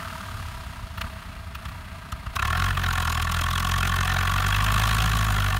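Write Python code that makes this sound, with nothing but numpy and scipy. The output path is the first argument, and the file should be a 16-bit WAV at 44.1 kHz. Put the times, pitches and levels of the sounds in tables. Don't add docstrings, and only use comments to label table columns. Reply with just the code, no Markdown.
import sys
import numpy as np
from scipy import signal
from scipy.fft import rfft, irfft
from scipy.io import wavfile

SR = 44100
rng = np.random.default_rng(int(sys.argv[2]) if len(sys.argv) > 2 else 0)


def generate_wav(sig):
    pcm = np.round(np.clip(np.atleast_2d(sig).T, -1, 1) * 32767).astype(np.int16)
    wavfile.write(sys.argv[1], SR, pcm)


N = 246519
TIME = np.arange(N) / SR
LOAD_ON_S = 2.35
SIZE, LEAD = 4096, 700


def gain_of(db):
    return 10 ** (np.asarray(db) / 20)


def evened(x):
    return x / np.sqrt(np.mean(x ** 2, axis=-1, keepdims=True) + 1e-20)


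def follow(rows, s):
    at, *columns = np.transpose(rows)
    return np.array([np.interp(s, at, c) for c in columns])


def read(points, hz):
    f, db = np.transpose(points)
    return np.interp(np.log(hz + 1), np.log(f), db)


def ring(x, db):
    cepstrum = irfft(db * np.log(10) / 20)
    cepstrum[..., 1:SIZE // 2] *= 2
    cepstrum[..., SIZE // 2 + 1:] = 0
    return irfft(rfft(x) * np.exp(rfft(cepstrum)))


def resonance_db(peaks, hz):
    raised = sum((gain_of(db) ** 2 - 1) / (1 + (2 * (hz - f) / width) ** 2) for f, width, db in peaks)
    return 10 * np.log10(1 + raised.clip(0))


def coloured(x, points, peaks=()):
    hz = np.fft.rfftfreq(N, 1 / SR)
    db = read(points, hz) + (resonance_db(peaks, hz) if len(peaks) else 0)
    return evened(irfft(rfft(x) * gain_of(db), N))


# t/s, firing rate f/Hz
ENGINE_SPEED = [(0, 40.51), (.76, 30.57), (.94, 24.52), (1.02, 35.21), (1.52, 24.6), (1.68, 32.8),
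                (1.85, 29.07), (2.31, 28.48), (2.64, 47.08), (3.11, 40.21), (3.75, 44.37), (4.2, 44.98),
                (4.52, 49.6), (4.93, 54.19), (5.17, 53.41), (5.59, 47.45)]


def engine_speed(s):
    return follow(ENGINE_SPEED, s)[0]


def speed_db():
    speed = engine_speed(TIME)
    return 20 * np.log10(speed / speed.mean())


def firing_count():
    return np.cumsum(engine_speed(TIME)) / SR - 0.1


CYLINDER_STRENGTH = [0.35, -0.39, -1.85, -1.06]


def firings():
    at = np.flatnonzero(np.diff(np.floor(firing_count())) > 0)
    return at / SR, np.resize(CYLINDER_STRENGTH, len(at))


def burst(t, rise, fall, crest=1.0):
    return np.exp(crest - np.hypot(np.minimum(t / rise, -t / fall), crest))


# f/Hz, relative level/dB
BARK_SPECTRUM = [(150, -24), (330, -25.5), (550, -17), (800, -10), (1000, -5.5), (1400, -2.5), (1800, 0.5),
                 (2250, -4.5), (3300, -7), (4200, -11), (5000, -18.5), (8000, -32.5), (16000, -22)]
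# f/Hz, relative level/dB
HISS_SPECTRUM = [(1000, -67.5), (3000, 13.5), (5500, 2), (7000, 6), (7700, 1), (9500, 5), (10400, -2),
                 (11200, 0.5), (13000, -1), (16000, -10)]
# f/Hz, relative level/dB
THUMP_SPECTRUM = [(15, -61), (30, -3), (42, -2.5), (55, 3.5), (72, 6.5), (88, 2), (105, 3), (130, -7),
                  (175, -12), (230, -23.5), (320, -39), (600, -31.5), (2000, -95)]


def exhaust(s, bark_db, hiss_db, thump_db, peaks, heat=1, rise=0.0032, fall=0.0029, crack=0.15,
            heat_spread=0.0019, hiss_early=0.0018, thump_early=0.0021, tilt_spread_db=0.5,
            damping=0.29):
    length_spread, mode_spread_db = 0.14, 3.0
    t, hz = (np.arange(SIZE) - LEAD) / SR, np.fft.rfftfreq(SIZE, 1 / SR)
    warm, length, snap, offset, tilt = rng.standard_normal((len(s), 5)).T[:, :, None]
    rush, jet = rng.standard_normal((2, len(s), SIZE))
    speed = engine_speed(s)[:, None]

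    favour = rng.standard_normal((len(s), len(peaks))).T[:, :, None]
    excited = [(f, width, db + mode_spread_db * lift) for (f, width, db), lift in zip(peaks, favour)]
    pitch = heat * (1 + heat_spread * warm)
    stack_db = resonance_db(excited, hz / pitch) * (speed.mean() / speed) ** damping

    stretch = np.exp(length_spread * length)
    flow = rush * burst(t, rise * stretch, fall * stretch)
    flow /= np.linalg.norm(flow, axis=1, keepdims=True)
    flow[:, LEAD] += crack * np.exp(0.17 * snap[:, 0])

    tilt_db = tilt_spread_db * tilt * np.log2(1 + hz / 1000)
    bark = ring(flow, read(BARK_SPECTRUM, hz) + stack_db + tilt_db)
    jet_flow = jet * burst(t + hiss_early + 0.00078 * offset, 0.0023 * stretch, 0.0022)
    hiss = ring(jet_flow, read(HISS_SPECTRUM, hz) + stack_db)
    push = np.exp(-((t + thump_early) / 0.000095) ** 2)
    thump = ring(push, read(THUMP_SPECTRUM, hz))

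    parts = ((bark_db, bark), (hiss_db, hiss), (thump_db, thump))
    blasts = sum(gain_of(db)[:, None] * evened(part) for db, part in parts)
    blasts = blasts * np.sqrt(SR / speed / SIZE)
    out = np.zeros(N + 2 * SIZE)
    for at, blast in zip(np.round(s * SR).astype(int), blasts):
        out[at:at + SIZE] += blast
    return out[LEAD:LEAD + N]


# f/Hz, width f/Hz, level above the broad spectrum/dB
COOL_RESONANCES = [(406, 9.7, 11.5), (657.5, 33, 15.5), (970, 58, 15.5), (1240, 170, 16.5), (1593, 21, 13),
                   (2730, 260, 7), (3340, 130, 4.5), (5350, 130, 5), (6500, 240, 2), (6900, 140, 2)]


def coasting(jitter=0.0005, bark_db=-36.0, hiss_db=-56.5, thump_db=-45.0, bark_spread_db=1.3,
             thump_spread_db=5.5, growth=2.6, fade_db_per_s=3.5):
    s, cylinder_db = firings()
    s, cylinder_db = s[s < LOAD_ON_S], cylinder_db[s < LOAD_ON_S]
    late, burn, push = rng.standard_normal((len(s), 3)).T
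    effort = growth * np.interp(s, TIME, speed_db()) - fade_db_per_s * s
    level = effort + cylinder_db + bark_spread_db * burn
    puffs = exhaust(abs(s + jitter * late), level + bark_db, level + hiss_db,
                    thump_db + thump_spread_db * push, COOL_RESONANCES,
                    rise=0.0035, fall=0.0055, crack=0.083, heat_spread=0.0037)
    return signal.sosfilt(signal.butter(3, 1750, fs=SR, output="sos"), puffs)


def field(x, echo_db=-17, t60=0.014):
    t = np.arange(SR // 5) / SR
    signs = rng.choice([-1., 1.], len(t))
    sparse = rng.random(len(t)) < 3000 / SR
    taps = signs * sparse * (t > 0.004) * gain_of(-60 * t / t60)
    scattered = signal.sosfilt(signal.butter(2, 500, "high", fs=SR, output="sos"), x)
    return x + gain_of(echo_db) * signal.oaconvolve(scattered, taps / np.linalg.norm(taps))[:N]


# f/Hz, relative level/dB
CLATTER_SPECTRUM = [(200, -0.5), (500, -14.5), (650, -4), (1250, -9.5), (2000, -0.5), (3000, -8),
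                    (4200, -7.5), (5300, -17.5), (6500, -17), (7600, -19), (9000, -15), (16000, -24.5)]


def clatter(level_db=-41.5, growth=1.0, throb=0.19, ticks_per_s=500, tick_share=0.37,
            sizzle_db=-50, sizzle_hold_s=0.43, sizzle_fade_db_per_s=10.5, sizzle_growth=0.6):
    ticks = rng.standard_normal(N) * (rng.random(N) < ticks_per_s / SR)
    rattle = rng.standard_normal(300) * np.exp(-np.arange(300) / SR / 0.001)
    rattling = evened(signal.oaconvolve(ticks, rattle)[:N])
    drive = rng.standard_normal((2, N)) + tick_share * rattling
    drive *= 1 + throb * np.cos(2 * np.pi * (firing_count() - 0.15))
    body = coloured(drive[0], CLATTER_SPECTRUM, COOL_RESONANCES) * gain_of(level_db + growth * speed_db())
    fade_db = sizzle_fade_db_per_s * np.maximum(TIME - sizzle_hold_s, 0)
    sizzle_level_db = sizzle_db + sizzle_growth * speed_db() - fade_db
    return body + coloured(drive[1], HISS_SPECTRUM) * gain_of(sizzle_level_db)


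# f/Hz, relative level/dB
BLOCK_SPECTRUM = [(15, -57), (35, -0.5), (55, -3), (90, 3.5), (130, -11), (200, -10.5), (260, -16),
                  (330, -31.5), (600, -61), (2000, -79)]
# f/Hz, relative level/dB
PANEL_SPECTRUM = [(70, -24), (140, 3.5), (210, -0.5), (260, -8), (330, -30.5), (400, -14), (480, -21),
                  (1000, -29)]


def rumble(level_db=-40.0, drum_db=-45.0, drum_growth=3.4):
    block, panels = rng.standard_normal((2, N))
    shaking = coloured(block, BLOCK_SPECTRUM) * gain_of(level_db)
    drumming = coloured(panels, PANEL_SPECTRUM) * gain_of(drum_db + drum_growth * speed_db())
    return shaking + drumming


# t/s, bark level/dB, hiss level/dB, thump level/dB
LONE_FIRINGS = [(.981, -38, -62, -41), (1.017, -32, -44, -32), (1.045, -40.5, -64, -30),
                (1.554, -39, -49.5, -38), (1.658, -41, -47.5, -35), (1.691, -46, -56, -39),
                (2.126, -36.5, -43.5, -36), (2.268, -39.5, -52.5, -29.5)]


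def popping(crack=0.084):
    return exhaust(*np.transpose(LONE_FIRINGS), COOL_RESONANCES, rise=0.0028, fall=0.0028,
                   crack=crack, tilt_spread_db=5.0)


# start t/s, length t/s, level/dB
GOVERNOR_CUTS = [(2.72, .045, -9), (2.786, 0.04, -5.5)]


def fuel_cut_db(s):
    return sum(db * ((s > start) & (s < start + length)) for start, length, db in GOVERNOR_CUTS)


# t/s, bark level/dB, hiss level before its lift/dB
LOAD_EFFORT = [(2.36, -26.5, -43.5), (2.7, -27, -42.5), (2.88, -28, -41), (3.3, -29, -40),
               (3.9, -27, -39.5), (4.35, -26.5, -42), (4.8, -25.5, -37), (5.2, -28, -39.5),
               (5.59, -28, -42)]
# t/s, extra bark level/dB
STRONG_FIRINGS = [(2.426, 0.5), (2.775, 2), (2.842, 3), (2.98, 1.5), (3.078, 2), (3.831, 2), (3.942, 1),
                  (4.168, 1)]
MAIN_WIDTH_HZ = 62
# f/Hz, width f/Hz, level above the broad spectrum/dB
HOT_RESONANCES = [(386, 23, 19), (740.5, 48, 15.7), (1113, MAIN_WIDTH_HZ, 20.4), (1415, 106, 13.95),
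                  (1760, 80, 7.7), (2615, 170, 7.4), (3254, 123, 5.9), (3920, 280, 3.5), (5360, 250, 4.9),
                  (6060, 44, 1), (6060, 720, 3.1), (6980, 140, 3.2), (8460, 210, 2), (11200, 350, 0.83)]


def pulling(jitter=0.0002, bark_spread_db=0.33, hiss_spread_db=2.0, thump_spread_db=0.15,
            hiss_lift_db=3.0, hiss_cut_share=0.96, thump_cut_share=0.38):
    s, cylinder_db = firings()
    s, cylinder_db = s[s > LOAD_ON_S], cylinder_db[s > LOAD_ON_S]
    late, burn, spray, push = rng.standard_normal((len(s), 4)).T
    bark, hiss = follow(LOAD_EFFORT, s)
    for at, extra_db in STRONG_FIRINGS:
        bark[np.argmin(abs(s - at))] += extra_db
    cut = fuel_cut_db(s)

    full_thump_db, full_speed_hz, thump_growth = -23.5, 44.5, 3
    filling_db = np.minimum(20 * np.log10(engine_speed(s) / full_speed_hz), 0)
    thump = full_thump_db + thump_growth * filling_db

    heat_start, heat_warm, warming_s = 0.98, 1.005, 0.71
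    heat = heat_warm + (heat_start - heat_warm) * np.exp((LOAD_ON_S - s) / warming_s)

    bark = bark + cut + cylinder_db + bark_spread_db * burn
    hiss = hiss + hiss_cut_share * cut + hiss_lift_db + hiss_spread_db * spray
    thump = thump + thump_cut_share * cut + cylinder_db / 2 + thump_spread_db * push
    return exhaust(s + jitter * late, bark, hiss, thump, HOT_RESONANCES, heat=heat[:, None])


def once_every(firings_apart, place, width):
    away = (firing_count() - place + firings_apart / 2) % firings_apart - firings_apart / 2
    return np.exp(-(away / width) ** 2)


# f/Hz, relative level/dB
LEAK_SPECTRUM = [(3000, 6), (6000, -1), (8000, -8), (10000, -1.5), (12500, 1.5), (16000, -2.5)]


def leak(level_db=-4.0, width=0.18):
    gate = once_every(len(CYLINDER_STRENGTH), 1.76, width)
    effort_db = follow(LOAD_EFFORT, TIME)[1] + fuel_cut_db(TIME)
    level = gain_of(effort_db + level_db) * (TIME > LOAD_ON_S)
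    return coloured(rng.standard_normal(N), LEAK_SPECTRUM) * evened(gate) * level


def scene():
    stack = coasting() + popping() + pulling()
    return (field(stack + leak()) + clatter() + rumble())[None]


def record(dry, low_cut_hz=27, edge_hz=15790):
    heard = signal.sosfilt(signal.butter(2, low_cut_hz, "high", fs=SR, output="sos"), dry)
    low_pass = signal.firwin(2047, edge_hz, window=("kaiser", 9), fs=SR)
    return signal.oaconvolve(heard, low_pass[None], "same")


dry = scene()
out = record(dry)
generate_wav(out)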